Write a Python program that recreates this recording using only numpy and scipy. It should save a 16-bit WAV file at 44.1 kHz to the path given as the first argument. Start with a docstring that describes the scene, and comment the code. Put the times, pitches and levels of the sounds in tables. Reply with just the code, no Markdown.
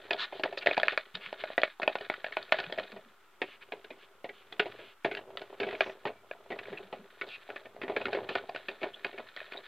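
"""A wooden stick stirs thick resin in a plastic bucket: knocks and chatter drive stick, wall and bottom modes.
Sparse random slips make scrape and drag; banded grit makes swipes, squeaks and one faint whistle;
wavering tones make soft resin blobs. Band-wise decaying echoes stand for boards and tarpaulin overhead.
Shaped noise gives a faint steady wash of outdoor air, heard by a close small mono microphone.
A faint noise, different in each channel, rises with the treble of the sound."""
import sys
import numpy as np
from scipy import signal
from scipy.fft import rfft, irfft, next_fast_len
from scipy.io import wavfile
from scipy.ndimage import uniform_filter1d

SR = 44100
rng = np.random.default_rng(int(sys.argv[2]) if len(sys.argv) > 2 else 0)


def materialize(psi):
    """Save the field psi as 16-bit PCM at rate SR to the path in sys.argv[1].

    A 1-D psi becomes a single channel; in a 2-D psi each row is a channel.
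    """
    bounded = np.clip(np.atleast_2d(psi).T, -1, 1)
    quanta = np.round(bounded * 32767).astype(np.int16)
    wavfile.write(sys.argv[1], SR, quanta)


def boost(x):
    """Linear amplitude factor 10**(x/20) for a level x in decibels (scalar or array-like)."""
    u = np.asarray(x, float) / 20
    return 10 ** u


N = 426447

# outdoor air, spectrum shape: f/Hz, density level/dB (relative)
AIR_SPECTRUM = [(15, -20), (25, 11), (33, -7), (284, -12), (326, -2), (482, -11), (1350, 2.5), (1820, -9),
                (3460, -13), (5110, -62), (6000, -18), (7800, -42.5), (13200, -120)]
AIR_RMS_DB = -64
# faint noise that follows the treble, spectrum shape: f/Hz, density level/dB (relative)
FOLLOWING_NOISE_SPECTRUM = [(25, -5.5), (200, -4), (1000, 5), (3800, -1), (6000, -5.5), (9000, -5.5),
                            (9900, -13.5), (10800, -6.5), (14400, -6.5), (15000, -12), (15500, -12.5)]
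FOLLOWING_NOISE_RMS_DB = -63  # where the treble level is -24 dB
# microphone and port response: f/Hz, gain/dB
MIC_RESPONSE = [(20, -35.5), (60, -5), (150, -5), (3600, 0), (4900, -13), (5500, -21.5), (6500, -22),
                (9000, -28), (16000, -52)]
# echo decay of boards and tarpaulin: f/Hz, t60/s
SHELTER_DECAY = [(200, 0.16), (600, 0.1), (2000, 0.089), (5000, 0.082)]
# depth at which the stick works in the resin: t/s, depth (0-1)
RESIN_DEPTH = [(0, 0.14), (2.9, 0), (3.4, 0.73), (9.67, 0)]

# modes of each body: f/Hz, level/dB (relative), t60/s (ring() limits it and divides it by the damping)
BENCH_MODES = [(106, 7, 0.088), (210.4, 2.5, 0.078)]
BOTTOM_MODES = [(393, -31.5, 0.12), (400, 12, 0.31), (502, 15, 0.039)]
WALL_MODES = [(562, -25.5, 0.09), (615, 19.5, 0.037), (778, -9, 0.089), (860, -8.5, 0.023)]
STICK_MODES = [(1190, -13.5, 0.067), (1464, 5, 0.031), (1800, 11, 0.019), (2200, 1, 0.018),
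               (2467, 1.5, 0.018), (3050, -33, 0.0072), (3400, -5.5, 0.0054), (4125, -0.5, 0.0043),
               (4240, 13.5, 0.0037)]

# low soft blobs as the resin folds over: t/s, peak level/dB, mean f/Hz
RESIN_BLOBS = [(1.141, -44, 205), (1.266, -55, 186), (2.666, -44, 194), (2.806, -51, 205),
               (2.926, -44.5, 200), (3.052, -55, 212), (3.9, -62, 244), (5.059, -52, 237), (5.63, -41, 230),
               (6.057, -50, 252), (6.699, -44, 195), (6.832, -52, 210), (6.989, -46, 200),
               (7.836, -45, 232), (8.053, -42, 246), (8.705, -54, 246), (9.178, -52, 252)]
BLOB_RISE_S, BLOB_T60_S, BLOB_WAVER_RMS = 0.011, 0.15, 0.11
# swipes, squeaks and one faint whistle: start t/s, length/s, level/dB (relative), centre f/Hz, pole width/Hz
SWIPE_EVENTS = [(0.176, 0.085, -34, 3300, 3660), (0.314, 0.09, -51, 3200, 2200),
                (0.571, 0.023, -32, 4500, 1200), (0.607, 0.034, -41, 2460, 1230),
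                (1.141, 0.024, -42.5, 2950, 1990), (1.198, 0.091, -45.5, 2530, 1800),
                (1.385, 0.044, -45.5, 2730, 1800), (3.435, 0.14, -53.5, 2480, 1800),
                (3.606, 0.036, -50.5, 2200, 2010), (3.98, 0.084, -57.5, 2600, 2000),
                (4.32, 0.1, -59.5, 2800, 1800), (4.738, 0.21, -55, 2700, 1600),
                (5.753, 0.19, -48, 5800, 1500), (6.102, .115, -67, 2340, 30),
                (6.632, 0.028, -63, 2450, 1800), (6.77, 0.022, -42.5, 2550, 250),
                (7.289, 0.084, -44.5, 2550, 400), (7.261, 0.11, -49, 3750, 2200),
                (8.286, 0.069, -46.5, 2850, 2000), (8.935, 0.016, -42, 3250, 300),
                (9.57, 0.011, -36.5, 3820, 300)]
SWIPE_GLIDE = 0.02  # log-pitch spread of the slide, up or down
# strokes of the stick: t/s, tip scrape level/dB, drag level/dB (both relative)
STIR_STROKES = [(0.0, -52.5, -54), (0.83, -64, -62), (0.99, -72.5, -68.5), (1.53, -46, -58),
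                (1.67, -107.5, -103), (2.05, -51.5, -63), (2.31, -59, -63), (2.75, -55, -55),
                (3.2, -69.5, -70.5), (3.77, -61.5, -62), (4.28, -67.5, -69.5), (4.74, -50, -52.5),
                (4.87, -59, -60), (5.09, -72, -92), (5.2, -74, -51), (5.71, -47.5, -56.5),
                (6.33, -73.5, -62.5), (6.68, -54, -48.5), (7.03, -63.5, -62), (7.48, -54.5, -64),
                (7.81, -77.5, -55), (8.05, -58, -42), (8.54, -59.5, -58.5), (9.67, -55, -65)]
DRY_TILT_DB_PER_OCT, WET_TILT_DB_PER_OCT = 2, -3.5
DRAG_TILT = 0.092  # dB per octave, per dB of drag over scrape
LEAN_DB, PUSH_DB, PUSH_T60_S = -13, -32.5, 0.42  # bench: gain re drag; jolt re thud, its decay
SKID_DB, SKID_T60_S = -25.5, 0.22  # scrape flare re click
SLOSH_DB, SLOSH_T60_S = -4, 0.18  # drag flare re thud
# clear blows: t/s, click level/dB, click centre f/Hz, bottom thud level/dB, wall knock level/dB (levels relative)
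BLOWS = [(0.0812, -49, 3920, -71, -57), (0.1083, -17, 2560, -29, -25.5), (0.1321, -20.5, 3250, -43, -30),
         (0.3245, -40.5, 2090, -41, -34), (0.3965, -34, 2720, -41, -32.5),
         (0.4357, -17.5, 2220, -29.5, -41), (0.5257, -37, 2480, -42, -35), (0.575, -26, 2520, -41.5, -30.5),
         (0.6245, -34, 2460, -51, -49), (0.6614, -18.5, 2700, -35.5, -20),
         (0.6717, -10, 1890, -36.5, -15.5), (0.7127, -19, 2470, -50, -22), (0.7452, -28, 2500, -48, -50),
         (0.7687, -24.5, 1900, -38, -39), (0.7786, -20, 2360, -39, -16), (0.8001, -18.5, 3340, -68, -31),
         (0.833, -11, 2420, -39.5, -20), (0.8836, -9, 2400, -57, -28), (0.9208, -31, 2520, -35, -46),
         (0.977, -12, 2300, -69, -23.5), (1.1528, -23.5, 3580, -44, -62), (1.263, -28, 2080, -59, -54),
         (1.3289, -29, 2410, -55, -26), (1.4392, -24, 2390, -67, -24.5), (1.5033, -40, 2540, -61.5, -32),
         (1.58, -14.5, 1806, -33.5, -18), (1.6175, -25, 3220, -49, -29), (1.6347, -10, 1780, -46, -16),
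         (1.7994, -35, 3400, -50, -27), (1.819, -27.5, 1840, -41, -35), (1.8313, -21, 1920, -38, -27),
         (1.8774, -15.5, 2260, -35, -16), (1.955, -21, 2200, -40.5, -20.5), (1.986, -34, 2950, -57, -44),
         (2.0089, -33, 2920, -37.5, -62), (2.1003, -18.5, 1810, -43.5, -20),
         (2.1403, -28.5, 1880, -50, -57), (2.2443, -22.5, 2400, -48.5, -27.5),
         (2.2653, -28, 2520, -55, -35), (2.3237, -30, 2170, -49, -57), (2.37, -19.5, 1830, -42, -18.5),
         (2.428, -30.5, 3750, -53.5, -56), (2.4944, -44, 2360, -65, -51), (2.5232, -8, 2350, -36, -13.5),
         (2.5868, -23.5, 2500, -36.5, -35), (2.6014, -23.5, 2610, -40.5, -34),
         (2.6399, -31, 2580, -49, -48), (2.6988, -38, 2350, -56, -48), (2.7246, -25, 3220, -47, -31.5),
         (2.7774, -37, 2430, -48, -29.5), (2.7846, -27.5, 1800, -34.5, -26.5),
         (2.7984, -25, 3000, -56, -56), (2.9189, -38, 2440, -50.5, -58), (2.9628, -42.5, 2330, -43.5, -40),
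         (3.4178, -23, 2160, -32.5, -29), (3.7216, -30, 2060, -38.5, -34.5), (3.844, -39.5, 2530, -51, -48),
         (3.9045, -40, 2100, -41.5, -53), (4.2438, -36.5, 2120, -39, -33.5), (4.2911, -36, 2120, -46, -51),
         (4.5257, -31.5, 3300, -56, -39), (4.596, -14.5, 2300, -25.5, -26.5),
         (4.6574, -34.5, 2530, -36.5, -34.5), (4.7899, -47, 2040, -43, -61), (5.0467, -20, 2130, -22, -24),
         (5.1128, -30.5, 2130, -32.5, -37), (5.1509, -24, 2640, -56, -41), (5.1706, -29.5, 2700, -39, -38),
         (5.3043, -57, 2190, -56, -41), (5.3732, -23.5, 2920, -54, -35.5),
         (5.4166, -36.5, 2180, -47, -35.5), (5.5278, -62, 2170, -56, -44),
         (5.6013, -25.5, 2450, -31.5, -50), (5.6311, -25.5, 2270, -31, -45), (5.6658, -39, 2420, -32, -52),
         (5.6884, -30, 2460, -42, -49), (5.7104, -34, 1990, -50, -44), (5.7273, -38.5, 2540, -33.5, -43),
         (5.752, -31.5, 2390, -54, -47), (5.8076, -12, 2400, -28.5, -18.5), (5.8617, -41, 1970, -38, -40),
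         (5.896, -40.5, 1900, -46, -37), (6.0536, -28, 2340, -31.5, -28), (6.071, -30.5, 2170, -35, -46),
         (6.3128, -29.5, 2300, -55.5, -30.5), (6.5039, -39, 1880, -35.5, -34),
         (6.5189, -33.5, 1900, -35.5, -61), (6.5888, -31, 2330, -42.5, -47), (6.6546, -39, 2220, -51, -64),
         (6.7278, -43, 1920, -38.5, -59), (6.776, -37, 2470, -58, -68), (6.9271, -38, 2320, -38.5, -34.5),
         (7.213, -27.5, 2070, -36.5, -61), (7.265, -49, 3700, -44.5, -60), (7.4908, -44, 2010, -45, -38),
         (7.5023, -32.5, 1850, -50, -39), (7.5605, -33, 1760, -43, -39.5), (7.6555, -40.5, 2350, -50, -47),
         (7.7653, -47, 2000, -63, -38.5), (7.8164, -31.5, 2130, -44, -59), (7.8297, -33, 1920, -34, -61),
         (7.8802, -35, 2120, -39, -58), (7.8969, -36.5, 2040, -32, -61), (7.9644, -21, 2230, -28.5, -62),
         (8.0117, -31, 2440, -37, -52), (8.0554, -20, 2150, -36, -54), (8.0654, -30, 1970, -40, -44),
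         (8.1301, -24.5, 2390, -30.5, -34), (8.1486, -30, 1780, -29.5, -57),
         (8.2903, -26.5, 2400, -33.5, -59), (8.3533, -20.5, 2340, -31, -34), (8.3824, -32, 2100, -47, -57),
         (8.4926, -34.5, 2340, -44, -30), (8.548, -33, 2300, -44, -33), (8.5616, -25, 2580, -49.5, -33),
         (8.685, -26, 2430, -34.5, -63), (8.8166, -38, 2350, -36.5, -50), (8.8316, -26, 2300, -46, -57),
         (8.8365, -32.5, 2240, -33.5, -43), (8.9364, -53, 3200, -62, -60), (9.0461, -21, 2470, -36.5, -46),
         (9.1285, -46, 1900, -45, -47), (9.179, -34.5, 2160, -40.5, -52), (9.3646, -29, 3500, -55, -45),
         (9.3736, -31.5, 1950, -52, -56), (9.404, -31, 2330, -56, -67), (9.4147, -42, 2040, -58, -39.5),
         (9.4564, -42, 3740, -64, -64), (9.5205, -32.5, 2420, -42, -62), (9.5726, -47, 3680, -50, -68)]
CHATTER_T60_S, CHATTER_PER_DB = 0.094, 0.9058  # t60 for thud equal to the louder of click and knock; its slope
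REBOUND_DB, REBOUND_SPREAD_DB, REBOUND_BEND = -22.5, 4.5, 0.31  # mean, spread re blow; log-pitch spread


def evened(x):
    """Scales to rms 1."""
    return x / np.sqrt(np.mean(x ** 2) + 1e-20)


def read(points, hz):
    """Interpolates a spectrum on a log-frequency axis."""
    f, value = np.transpose(points)
    return np.interp(np.log(hz + 1), np.log(f + 1), value)


def curve(rows):
    """Interpolates the columns of a time table at every sample."""
    s, *columns = np.transpose(rows)
    return [np.interp(np.arange(N) / SR, s, c) for c in columns]


def coloured(points):
    """Steady noise of rms 1 with the given spectrum."""
    hz = np.fft.rfftfreq(N, 1 / SR)
    return evened(irfft(rfft(rng.standard_normal(N)) * boost(read(points, hz)), N))


def ring(modes, spot_db=0, bend=1, damping=1):
    """Impulse response of decaying modes; the spot hit weighs (spot_db) and detunes (bend) each."""
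    hz, db, t60 = np.transpose(modes)[:, :, None]
    t = np.arange(4096) / SR
    level_db = db + np.reshape(spot_db, (-1, 1)) - 60 * t * damping / np.clip(t60, 0.003, 0.2)
    tones = np.sin(2 * np.pi * hz * np.reshape(bend, (-1, 1)) * t)
    body = (boost(level_db) * tones).sum(0)
    # a small body hardly radiates below its lowest mode
    leak = np.exp(-2 * np.pi * 0.81 * hz.min() / SR)
    return signal.lfilter([1, -2, 1], [1, -2 * leak, leak ** 2], body)


def after_blows(level_db, t60_s):
    """Gain that jumps at each blow and dies away; overlapping jumps add in power."""
    jumps = np.zeros(N)
    jumps[(np.transpose(BLOWS)[0] * SR).astype(int)] = boost(level_db) ** 2
    return np.sqrt(signal.lfilter([1], [1, -boost(-2 * 60 / (t60_s * SR))], jumps))


def slips(per_second):
    """Stick-slip force: sparse random impulses of uneven size."""
    hits = rng.standard_normal(N) * (rng.random(N) < per_second / SR)
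    return hits * boost(1.5 * np.minimum(rng.exponential(1, N), 4))


def clumps(spread_db):
    """Slow random gain that gathers slips into clumps."""
    return boost(spread_db * evened(uniform_filter1d(rng.standard_normal(N), 400)))


def rubbed(force, modes, damping):
    """A body rung by a steady stream of slips, rms 1."""
    return evened(signal.oaconvolve(force, ring(modes, damping=damping))[:N])


def air():
    """Outdoor air as steady shaped noise."""
    return boost(AIR_RMS_DB) * coloured(AIR_SPECTRUM)


def following_noise(heard):
    """Faint shaped noise, different in each channel, that rises with the treble of the sound."""
    treble = np.diff(heard[0], 2, prepend=[0, 0])
    treble_db = 10 * np.log10(abs(uniform_filter1d(treble ** 2, size=1200)) + 1e-9)
    gain = boost(FOLLOWING_NOISE_RMS_DB + 0.12 * (treble_db + 24))
    return gain * np.array([coloured(FOLLOWING_NOISE_SPECTRUM), coloured(FOLLOWING_NOISE_SPECTRUM)])


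def microphone(dry):
    """Minimum-phase response of the microphone, whose port cuts the treble."""
    size = next_fast_len(N + 4096)
    log_gain = np.log(boost(read(MIC_RESPONSE, abs(np.fft.fftfreq(size, 1 / SR)))))
    causal = np.exp(log_gain - 1j * signal.hilbert(log_gain).imag)[:size // 2 + 1]
    return irfft(rfft(dry, size) * causal, size)[:, :N]


def shelter(x):
    """Sparse echoes from boards and tarpaulin, each band dying at its own speed."""
    taps = rng.choice([-1., 1.], SR // 2) * (rng.random(SR // 2) < 2000 / SR)
    taps[:150] = 0
    hz, t, z = signal.stft(taps, SR, nperseg=256)
    decay = boost(-60 * t / read(SHELTER_DECAY, hz)[:, None])
    tail = signal.istft(z * decay, SR, nperseg=256)[1]
    return signal.fftconvolve(x, tail / np.linalg.norm(tail))[:N]


def bench():
    """Low modes under the bucket, leaned on by the drag and jolted by thuds."""
    drag_db = curve(STIR_STROKES)[1]
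    thud_db = np.transpose(BLOWS)[3]
    push = boost(drag_db + LEAN_DB) + after_blows(thud_db + PUSH_DB, PUSH_T60_S)
    return push * rubbed(slips(300), BENCH_MODES, 0.75)


def blobs():
    """Folding resin: a soft low tone that swells, wavers in pitch and dies."""
    out, t = np.zeros(N + 8192), np.arange(8192) / SR
    shape = (1 - np.exp(-t / BLOB_RISE_S)) * boost(-60 * t / BLOB_T60_S)
    for s, db, hz in RESIN_BLOBS:
        waver = 1 + BLOB_WAVER_RMS * evened(uniform_filter1d(rng.standard_normal(len(t)), size=700))
        tone = np.sin(2 * np.pi * hz * np.cumsum(waver) / SR)
        out[round(s * SR):][:len(t)] += boost(db) * shape / shape.max() * tone
    return out[:N]


def swipes():
    """Dense grit in a gliding band: wide ones hiss and also ring the stick, narrow ones squeak or whistle."""
    out = np.zeros(N)
    for s, length_s, db, centre_hz, width_hz in SWIPE_EVENTS:
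        count = round(length_s * SR)
        glide = np.exp(SWIPE_GLIDE * rng.standard_normal())
        grit = rng.standard_normal(count) * boost(2.8 * rng.exponential(1, count))
        hz = np.geomspace(centre_hz / glide, centre_hz * glide, count)
        turn = np.exp(2j * np.pi * np.cumsum(hz) / SR)
        # shift the band to 0 Hz, low-pass with a double pole, shift back
        pole = np.exp(-np.pi * width_hz / SR)
        band = (turn * signal.lfilter([1], np.convolve([1, -pole], [1, -pole]), grit / turn)).real
        stick = evened(signal.fftconvolve(grit, ring(STICK_MODES))[:count])
        sound = evened(band) + width_hz / 4000 * stick
        along = np.linspace(0, 1, count)
        swell = (1 - np.exp(-along / 0.23)) * (1 - along ** 6)  # grows, then stops short
        out[round(s * SR):][:count] += boost(db) * swell * sound
    return out


def drag():
    """Clumped slips through wall and bottom; depth mutes the wall, thuds set off flares."""
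    drag_db, depth = curve(STIR_STROKES)[1], curve(RESIN_DEPTH)[0]
    thud_db = np.transpose(BLOWS)[3]
    wall = rubbed(slips(500), WALL_MODES, 2.3)
    bottom = rubbed(slips(400), BOTTOM_MODES, 2.6)
    gain = boost(drag_db) + after_blows(thud_db + SLOSH_DB, SLOSH_T60_S)
    return clumps(4) * gain * (boost(-1 - 9.8 * depth) * wall + 0.8 * bottom)


def scrape():
    """Clumped dense tip slips ring the stick and rasp directly; depth dulls them, clicks set off flares."""
    (tip_db, drag_db), depth = curve(STIR_STROKES), curve(RESIN_DEPTH)[0]
    tilt_db = DRY_TILT_DB_PER_OCT + (WET_TILT_DB_PER_OCT - DRY_TILT_DB_PER_OCT) * depth
    tilt_db = tilt_db + DRAG_TILT * (drag_db - tip_db)
    force = slips(4000)
    stick = rubbed(force, STICK_MODES, 1.44)
    tip = np.clip(0.5 - 0.74 * depth, 0, 1) * stick + 0.84 * evened(force)
    rasp = np.zeros(N)
    for octave, sign, edges_hz in [(-1, -1, (700, 1500)), (0, 1, (1500, 2900)), (1, -1, (2900, 5500))]:
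        sos = signal.butter(N=2, Wn=edges_hz, btype="band", fs=SR, output="sos")
        rasp += sign * boost(octave * tilt_db) * signal.sosfilt(sos, tip)
    click_db = np.transpose(BLOWS)[1]
    return clumps(4.2) * rasp * (boost(tip_db) + after_blows(click_db + SKID_DB, SKID_T60_S))


def rebounds():
    """The stick touches once more after every blow, on average weaker, with its own colour."""
    s, click_db, centre_hz, thud_db, knock_db = np.transpose(BLOWS)
    late_s = rng.uniform(0.008, 0.045, len(s))
    click, thud, knock, tone = rng.standard_normal((4, len(s)))
    click_db = click_db + REBOUND_DB + REBOUND_SPREAD_DB * click
    thud_db = thud_db + REBOUND_DB + REBOUND_SPREAD_DB * thud
    knock_db = knock_db + REBOUND_DB + REBOUND_SPREAD_DB * knock
    return list(zip(s + late_s, click_db, centre_hz * np.exp(REBOUND_BEND * tone), thud_db, knock_db))


def knocks():
    """Contact force builds in about a millisecond, chatters and skids on; stick, wall and bottom ring."""
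    out, t = np.zeros(N + 8192), np.arange(4096) / SR
    stick_hz, depth = np.transpose(STICK_MODES)[0], curve(RESIN_DEPTH)[0]
    modes = len(stick_hz)
    for s, click_db, centre_hz, thud_db, knock_db in list(BLOWS) + rebounds():
        at = round((s - 0.0008) * SR)
        wet = depth[at]
        # the more a blow lands on the bottom, the longer the chatter
        bottom_share_db = thud_db - max(click_db, knock_db)
        chatter_s = np.clip(CHATTER_T60_S * boost(CHATTER_PER_DB * bottom_share_db), 0.003, 0.2)
        bounces = rng.standard_normal(len(t)) * (rng.random(len(t)) < 6000 / SR)
        skid = boost(-25.5 + 9.7 * wet - 60 * t / (4 * chatter_s))  # stronger with a wet tip
        fading = boost(-60 * t / chatter_s) + skid
        force = (bounces * fading + 4.2 * np.exp(-t / 0.000067)) * (1 - np.exp(-t / 0.00071))
        spot_db = -12 * np.log2(stick_hz / centre_hz) ** 2 - 3 * wet * np.log2(stick_hz / 2000)
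        spot_db += (4 + 2.5 * wet) * rng.standard_normal(modes)
        bend = 1 + (0.005 + 0.097 * wet) * rng.standard_normal(modes)  # resin loads the modes unevenly
        wall_bend = bend[:len(WALL_MODES)] ** 0.7
        bottom_bend = bend[:len(BOTTOM_MODES)] ** 1.2
        parts = [(ring(STICK_MODES, spot_db, bend, 1 + 0.9 * wet), click_db - 7),
                 (ring([(centre_hz, 0, 0.008)]), click_db - 13 + 4 * wet),  # patch of wall under the tip
                 (ring([(1600, 5.5, 0.0035), (3120, -11, 0.003)]), click_db - 21),  # dry contact crunch
                 (ring(WALL_MODES, 0, wall_bend, 1 + 3.9 * wet), knock_db),
                 (ring(BOTTOM_MODES, 0, bottom_bend, 3.2 + 0.44 * wet), thud_db)]
        for body, db in parts:
            sound = signal.fftconvolve(force, body)
            peak_rms = np.sqrt(uniform_filter1d(sound ** 2, size=132).max())  # 3 ms window
            out[at:at + len(sound)] += boost(db) * sound / peak_rms
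    return out[:N]


def scene():
    """Bucket, its echoes and the air, equal in both channels."""
    bucket = knocks() + scrape() + drag() + bench() + swipes() + blobs()
    mono = bucket + boost(-13) * shelter(bucket) + air()
    return np.array([mono, mono])


def roll_off(x):
    """The treble ends steeply here."""
    return signal.sosfilt(signal.butter(12, 15810, fs=SR, output="sos"), x)


def record(dry):
    """Microphone response, treble-following noise and converter offset, then the finished mix is stored."""
    heard = microphone(dry)
    offset = -0.0006  # the converter rests slightly below zero
    mix = heard + following_noise(heard) + offset
    return roll_off(mix)


dry = scene()
out = record(dry)
materialize(out)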